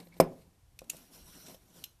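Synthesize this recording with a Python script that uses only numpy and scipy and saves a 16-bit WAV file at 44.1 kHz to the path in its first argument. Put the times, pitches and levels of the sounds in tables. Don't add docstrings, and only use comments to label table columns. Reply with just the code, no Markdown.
import sys
import numpy as np
from scipy import signal
from scipy.fft import rfft, irfft, next_fast_len
from scipy.io import wavfile
from scipy.ndimage import uniform_filter1d, map_coordinates

SR = 44100
rng = np.random.default_rng(int(sys.argv[2]) if len(sys.argv) > 2 else 0)


def file_out(sig):
    cols = np.atleast_2d(sig).T
    lim = np.clip(cols, -1, 1)
    pcm = np.round(lim * 32767).astype(np.int16)
    wavfile.write(sys.argv[1], SR, pcm)


def amplitude_ratio(level_db):
    exponent = np.asarray(level_db, float) / 20
    return 10 ** exponent


N = 88200
TIME_S = np.arange(N) / SR

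# pitch_hz, level_db, t60_s (time to fade by 60 dB)
TABLE_TONES = [(172.5, -13, 0.14), (245.6, -17, .11), (290, -13.5, 0.081), (362.8, -16, 0.11),
               (486, -17, 0.053), (531, -5.5, .06), (640, -3, .045), (780, -17, .05), (1003, -9.5, .035),
               (466.9, 4, 0.011), (1420, -28.5, 0.027), (2026, -22.5, 0.033), (2240, -18.5, 0.033),
               (2580, -25.5, .03)]
# start_s, level_db, contact_ms
TABLE_BLOWS = [(.2007, -5, 0.34), (.268, -35.5, 0.7), (.32, -46, 0.74), (.0705, -52.5, 0.37),
               (.167, -52, .5), (.8176, -43, 0.55), (.9345, -48, 0.25), (.946, -46, 0.74),
               (1.483, -47.5, .5), (1.497, -50.5, 0.76), (1.545, -47.5, 0.9), (1.775, -48, 1.73),
               (1.822, -53.5, 0.6)]
# time_s, scrape_db, table_load_db
LONG_STROKE = [(0, -72.5, -52.5), (.1, -78, -67), (.19, -72, -62.5), (.4, -71.5, -62.5), (.62, -99, -81.5),
               (.81, -74.5, -72.5), (.897, -73, -61), (.915, -54, -59.5), (1.04, -60, -60.5),
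               (1.09, -65.5, -70), (1.15, -55.5, -59), (1.21, -60, -63), (1.29, -57.5, -63.5),
               (1.43, -57, -62), (1.489, -54.5, -52), (1.55, -60, -63), (1.6, -70, -71), (1.699, -68, -69)]
SHORT_STROKE = [
    (1.789, -53.5, -58),
    (1.82, -59.5, -63),
    (1.868, -62.5, -73),
    (1.99, -80.5, -79.5),
]


def blows():
    # pitch_hz, level_db
    thud_colour = [(45, -8), (90, -12), (170, -2), (300, 0), (560, -0.76), (1100, -13), (2500, -21.5),
                   (5000, -36)]
    # pitch_hz, t60_s
    thud_fade = [(40, .4), (170, 0.16), (520, .22), (1000, .17), (2500, .15)]
    thud_db, linger_db, linger_times = -21.5, -19.5, 2.2
    attack_s, low_cut_hz = 0.00051, 146
    held_damping, held_tilt_db = 0.69, -3

    slow_fade = [(hz, linger_times * t60) for hz, t60 in thud_fade]
    pitches = np.transpose(TABLE_TONES)[0]
    rung, thuds = np.zeros(N + SR), np.zeros(N + SR)
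    t = np.arange(SR // 2) / SR
    for k, (start_s, level_db, contact_ms) in enumerate(TABLE_BLOWS):
        held = k > 0
        changes_db = held * (rng.normal(0, 4, len(TABLE_TONES)) + held_tilt_db * np.log2(pitches / 500))
        ring = np.zeros(len(t))
        for (hz, tone_db, t60), change_db in zip(TABLE_TONES, changes_db):
            fade_db = -60 * t / t60 / held_damping ** held
            ring += amplitude_ratio(tone_db + change_db + fade_db) * np.sin(2 * np.pi * hz * t)
        ring *= 1 - np.exp(-t / attack_s)
        push = np.hanning(int(contact_ms * SR / 1000) + 3)
        start = round(start_s * SR)
        rung[start:][:len(t)] += amplitude_ratio(level_db) * np.convolve(ring, push / push.sum())[:len(t)]
        thud = decaying(thud_fade) + amplitude_ratio(linger_db) * decaying(slow_fade)
        thuds[start:][:len(t)] += amplitude_ratio(level_db + thud_db) * thud * (1 - np.exp(-t / 0.001))

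    colour = lambda f: amplitude_ratio(along(thud_colour + [(12000, -69.5)], f))
    loss = np.sqrt(np.mean(colour(np.linspace(0, SR / 2, 2000)) ** 2))
    after_hard_blow = TIME_S > TABLE_BLOWS[0][0]
    thuds = filtered(thuds, colour)[:N] / loss * after_hard_blow
    return filtered(rung[:N], lambda f: (1j * f / (low_cut_hz + 1j * f)) ** 2) + thuds


def snaps():
    # peak_s, level_db, rise_ms, t60_ms
    snap_groups = [
        [(.2012, -24.5, 0.46, 20), (.2055, -25.5, 1.6, 22)],
        [(.7905, -41, 0.34, 23), (.808, -58.5, 1.47, 25), (.82, -60, 1.7, 25), (.843, -60.5, 1.1, 35),
         (1.468, -50.5, 3.4, 60), (1.484, -50.5, .6, 29), (1.497, -53.5, 1.1, 39)],
        [(.8982, -35, 1.07, 18), (.9000, -25.5, 0.68, 12), (.9025, -34.5, 0.53, 14), (.910, -48, 2.5, 60),
         (.968, -51.5, 1.2, 33), (1.178, -55, 0.46, 12), (1.822, -64, 0.61, 15)],
        [(1.8403, -31.5, 0.54, 12.3), (1.8445, -40.5, 1.1, 14), (1.853, -53.5, 2.5, 70), (1.546, -52, 2.4, 42),
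         (1.5, -57.5, 2.8, 140)],
        [(.002, -52.5, 0.5, 41), (.03, -65, 1.8, 46), (.071, -60, 0.91, 25), (.142, -61.5, 1, 36),
         (.168, -61, 1.1, 58), (.42, -68, 6, 82)],
        [(.2097, -30.5, .4, 18), (.003, -66, .6, 55), (.055, -66, 7.6, 170), (.085, -63.5, 1.2, 30),
         (.185, -62, 6.2, 54), (.238, -58, 1.1, 60)],
    ]
    # pitch_hz, width_hz, level_db
    snap_peaks = [
        [(2220, 500, 3.5), (3800, 1100, 1.5), (5190, 400, 2.5), (7530, 500, -7.5), (9050, 300, -14),
         (12200, 500, -3)],
        [(1680, 720, -12.5), (2600, 260, 5), (3700, 270, -1), (5640, 210, 7.5), (7800, 240, -5),
         (10460, 400, -20), (12270, 490, -12)],
        [(2660, 400, 1.5), (4720, 450, 0.5), (6100, 370, -3), (7080, 470, 5), (8610, 440, -1), (9580, 490, 3),
         (10250, 310, -1), (12900, 690, 0)],
        [(1480, 136, -14), (2960, 320, 6), (4100, 260, -4.5), (5370, 200, 1.5), (6500, 210, -8),
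         (9100, 320, -7.5), (11300, 220, -2.5), (12000, 340, 1.5), (13130, 550, -6.5)],
        [(2200, 360, 2), (3100, 500, -3.5), (4120, 500, 1), (5300, 300, -2.5), (8500, 900, -9.5)],
        [(8600, 900, -4.5), (10800, 1200, -1), (12800, 1200, 1.5)],
    ]
    plain_db = [-3, -6, -6.5, -13.5, -14, -12]
    low_cuts = [1500, 909, 1880, 1900, 1200, 4000]
    first_cracks = [3, 2.9, 3.9, 2.8, 1.5, 3.5]

    lead = -(-SR // 40)
    t = np.arange(-lead, SR // 8) / SR
    out = np.zeros(N + SR)
    for rows, peaks, noise_db, low_hz, crack in zip(snap_groups, snap_peaks, plain_db, low_cuts, first_cracks):
        colour = lambda f: (amplitude_ratio(noise_db) + ringing(peaks, f)) * (1j * f / (low_hz + 1j * f)) ** 3
        for peak_s, level_db, rise_ms, t60_ms in rows:
            swell = np.exp(-(t * 600 / rise_ms) ** 2)
            fade = amplitude_ratio(-60000 * np.maximum(t, 0) / t60_ms)
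            noise = np.where(t == 0, -crack, rng.standard_normal(len(t)))
            burst = filtered(noise * np.where(t < 0, swell, fade), colour)
            out[round(peak_s * SR):][:len(t)] += amplitude_ratio(level_db) * burst / np.std(filtered(noise, colour))
    return out[lead:][:N]


def scraping():
    # pitch_hz, level_db
    crumble_colour = [(300, -36), (1000, -3), (2200, -3), (4000, -1.5), (8000, -2.5), (14000, 0.5)]
    # pitch_hz, width_hz, level_db
    blade_tones = [(1454, 220, -4), (3000, 100, -5.5), (4080, 200, -4), (5500, 200, -2), (5680, 170, -0.5),
                   (5930, 170, -2), (6992, 150, -10.5), (8300, 300, -8), (10900, 400, -8.5),
                   (11900, 640, -8), (13700, 300, -7.5)]
    # time_s, level_db
    sing_level = [(0, -16), (1.05, -12.5), (1.14, -11), (1.3, -6.5), (1.45, -3.5), (1.6, -12.5), (1.75, -8),
                  (2, -13.5)]

    rub = rubbing()
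    crumble = patchy(filtered(rub, lambda f: amplitude_ratio(along(crumble_colour, f))), depth_db=3.0)
    blade = lambda f: np.sqrt(sum(abs(ringing([tone], f)) ** 4 for tone in blade_tones))
    sing = patchy(filtered(rub[::-1], blade), depth_db=1.17)
    sing *= amplitude_ratio(np.interp(TIME_S, *np.transpose(sing_level)))
    time_s, scrape_db, _ = np.transpose(LONG_STROKE + SHORT_STROKE)
    return (crumble + sing) * amplitude_ratio(np.interp(TIME_S, time_s, scrape_db) + 1.3 * wobble(45))


def table_load():
    # pitch_hz, level_db
    load_colour = [(90, -16), (170, 3.5), (500, -7), (1100, -16), (2500, -17)]

    wood = [(hz, 4.1 / t60, -.1) for hz, _, t60 in TABLE_TONES[:9]]
    pressure = rng.standard_normal(N) * amplitude_ratio(2.2 * wobble(30))
    colour = lambda f: amplitude_ratio(along(load_colour, f)) * (.2 + np.abs(ringing(wood, f)))
    time_s, _, load_db = np.transpose(LONG_STROKE + SHORT_STROKE)
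    return unit(filtered(pressure, colour)) * amplitude_ratio(np.interp(TIME_S, time_s, load_db))


def sliding_bar():
    # time_s, level_db
    slide_level = [(0, -68), (.03, -69), (.06, -77), (.108, -86), (.13, -67), (.155, -76), (.175, -69),
                   (.195, -71.5), (.2, -110)]
    # pitch_hz, width_hz, level_db
    slide_peaks = [(1700, 250, -2), (2250, 160, 1.5), (4000, 900, -8.5)]

    slide = patchy(filtered(rubbing(), lambda f: ringing(slide_peaks, f)), depth_db=3.5)
    return slide * amplitude_ratio(np.interp(TIME_S, *np.transpose(slide_level)))


def drone():
    # time_s, level_db
    drone_level = [(0, -52.5), (.065, -62.5), (.108, -57), (.135, -67), (.16, -60), (.195, -58), (.2, -110)]
    pitch_hz, waver_turns = 171, .12

    level = np.sqrt(2) * amplitude_ratio(np.interp(TIME_S, *np.transpose(drone_level)))
    return level * np.sin(2 * np.pi * (pitch_hz * TIME_S + waver_turns * wobble(22)))


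def table_afterring():
    # pitch_hz, level_db, t60_s
    slow_tones = [(167, -29, .25), (253, -41.5, .35), (371, -37.5, .29), (415, -40, .25), (524, -40.5, .39),
                  (654, -44.5, .33), (698, -45.5, .27), (790, -51.5, .4), (1027, -50.5, .25)]
    return rings(TABLE_BLOWS[0][0], slow_tones, waver_db=3.5)


def freed_blade():
    # pitch_hz, level_db, t60_s
    free_tones = [(2530, -63, 0.12), (3010, -60, 0.25), (3300, -68, 0.11), (4100, -60, .17),
                  (5146, -65.5, 0.23), (6395, -68, .16), (7574, -64, 0.11)]
    return rings(1.842, free_tones, waver_db=4.3)


def room(x):
    # pitch_hz, t60_s
    room_fade = [(100, 0.57), (500, .3), (2000, .22), (6000, .14), (14000, 0.068)]
    delay_s = .006

    tail = decaying(room_fade)
    delayed = np.pad(x, (int(delay_s * SR), 0))
    return signal.fftconvolve(delayed, tail / np.linalg.norm(tail))[:N]


def quiet():
    # pitch_hz, level_db
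    hiss_colour = [(12, -34), (20, -6), (79, -9.5), (346, -27), (809, -23.5), (1520, -30.5), (1840, -30),
                   (2930, -31), (14000, -33.5)]
    # pitch_hz, level_db
    rumble_colour = [(20, -11), (42, 0.33), (70, -3.5), (120, -2), (200, -35)]
    hiss_db, rumble_db = -70.5, -68
    shove_s, shove_db, shove_hz = 1.226, -51, 55

    hiss = unit(filtered(rng.standard_normal(N), lambda f: amplitude_ratio(along(hiss_colour, f))))
    lumps = rng.standard_normal(N) * amplitude_ratio(3 * wobble(11))
    rumble = unit(filtered(lumps, lambda f: amplitude_ratio(along(rumble_colour + [(600, -93.5)], f))))
    t = TIME_S - shove_s
    shove = np.exp(-(t * shove_hz * 1.8) ** 2) * -np.sin(2 * np.pi * shove_hz * t)
    return amplitude_ratio(hiss_db) * hiss + amplitude_ratio(rumble_db) * rumble + amplitude_ratio(shove_db) * shove


def rubbing():
    grains_per_s, spread_db, grain_db = 4000, 1.5, -7.5
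    breaks = rng.random(N) < grains_per_s / SR
    grains = breaks * amplitude_ratio(spread_db * rng.exponential(size=N)) * rng.standard_normal(N)
    return rng.standard_normal(N) + amplitude_ratio(grain_db) * unit(grains)


def rings(start_s, tones, waver_db):
    t = np.maximum(TIME_S - start_s, 0)
    out = np.zeros(N)
    for hz, level_db, t60 in tones:
        level = amplitude_ratio(level_db - 60 * t / t60 + waver_db * wobble(25))
        out += level * np.sin(2 * np.pi * hz * t + .4 * wobble(25))
    return out * (1 - np.exp(-t / .004))


def decaying(t60s):
    hz, t, z = signal.stft(rng.standard_normal(SR // 2), SR, nperseg=256)
    fade = amplitude_ratio(-60 * t / along(t60s, hz)[:, None])
    return signal.istft(z * fade, SR, nperseg=256)[1][:SR // 2]


def patchy(x, depth_db):
    z = signal.stft(x, nperseg=256)[2]
    field = uniform_filter1d(rng.standard_normal(z.shape), 3, 0)
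    field = uniform_filter1d(field, 12, 1)
    return unit(signal.istft(z * amplitude_ratio(depth_db * unit(field)), nperseg=256)[1][:N])


def ringing(peaks, f):
    total = 0
    for k, (hz, width, db) in enumerate(peaks):
        total = total + (-1) ** k * amplitude_ratio(db) * 1j * f * width / (hz * hz - f * f + 1j * f * width)
    return total


def filtered(x, response):
    m = next_fast_len(len(x) + SR // 2)
    return irfft(rfft(x, m) * response(np.fft.rfftfreq(m, 1 / SR)), m)[:len(x)]


def along(points, hz):
    f, v = np.transpose(points)
    return np.interp(np.log(hz + 1), np.log(f + 1), v)


def wobble(rate):
    knots = rng.standard_normal(int(N * rate / SR) + 4)
    return map_coordinates(knots, [np.arange(N) * rate / SR])


def unit(x):
    return x / np.sqrt(np.mean(x ** 2) + 1e-20)


def scene():
    low, high = blows(), snaps()
    echoes = amplitude_ratio(-21) * (room(low) + amplitude_ratio(1.0) * room(high))
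    strokes = scraping() + table_load() + sliding_bar()
    tails = table_afterring() + freed_blade() + drone()
    return (low + high + echoes + strokes + tails + quiet())[None]


def roll_off(x):
    return signal.sosfilt(signal.butter(12, 15080, fs=SR, output="sos"), x)


def record(dry):
    dip_s, dip_ms, dip_db = .1955, 2.2, -25.5
    top_hz, top_db_per_khz, skirt_db, skirt_db_per_khz = 13800, 130, 36, 11

    dip = amplitude_ratio(dip_db * np.exp(-((TIME_S - dip_s) * 1000 / dip_ms) ** 4))

    def treble_end(f):
        over_khz = np.maximum(f - top_hz, 0) / 1000
        return amplitude_ratio(-np.minimum(top_db_per_khz * over_khz, skirt_db + skirt_db_per_khz * over_khz))

    mix = filtered(dry[0] * dip, treble_end)
    return roll_off(mix[None])


dry = scene()
out = record(dry)
file_out(out)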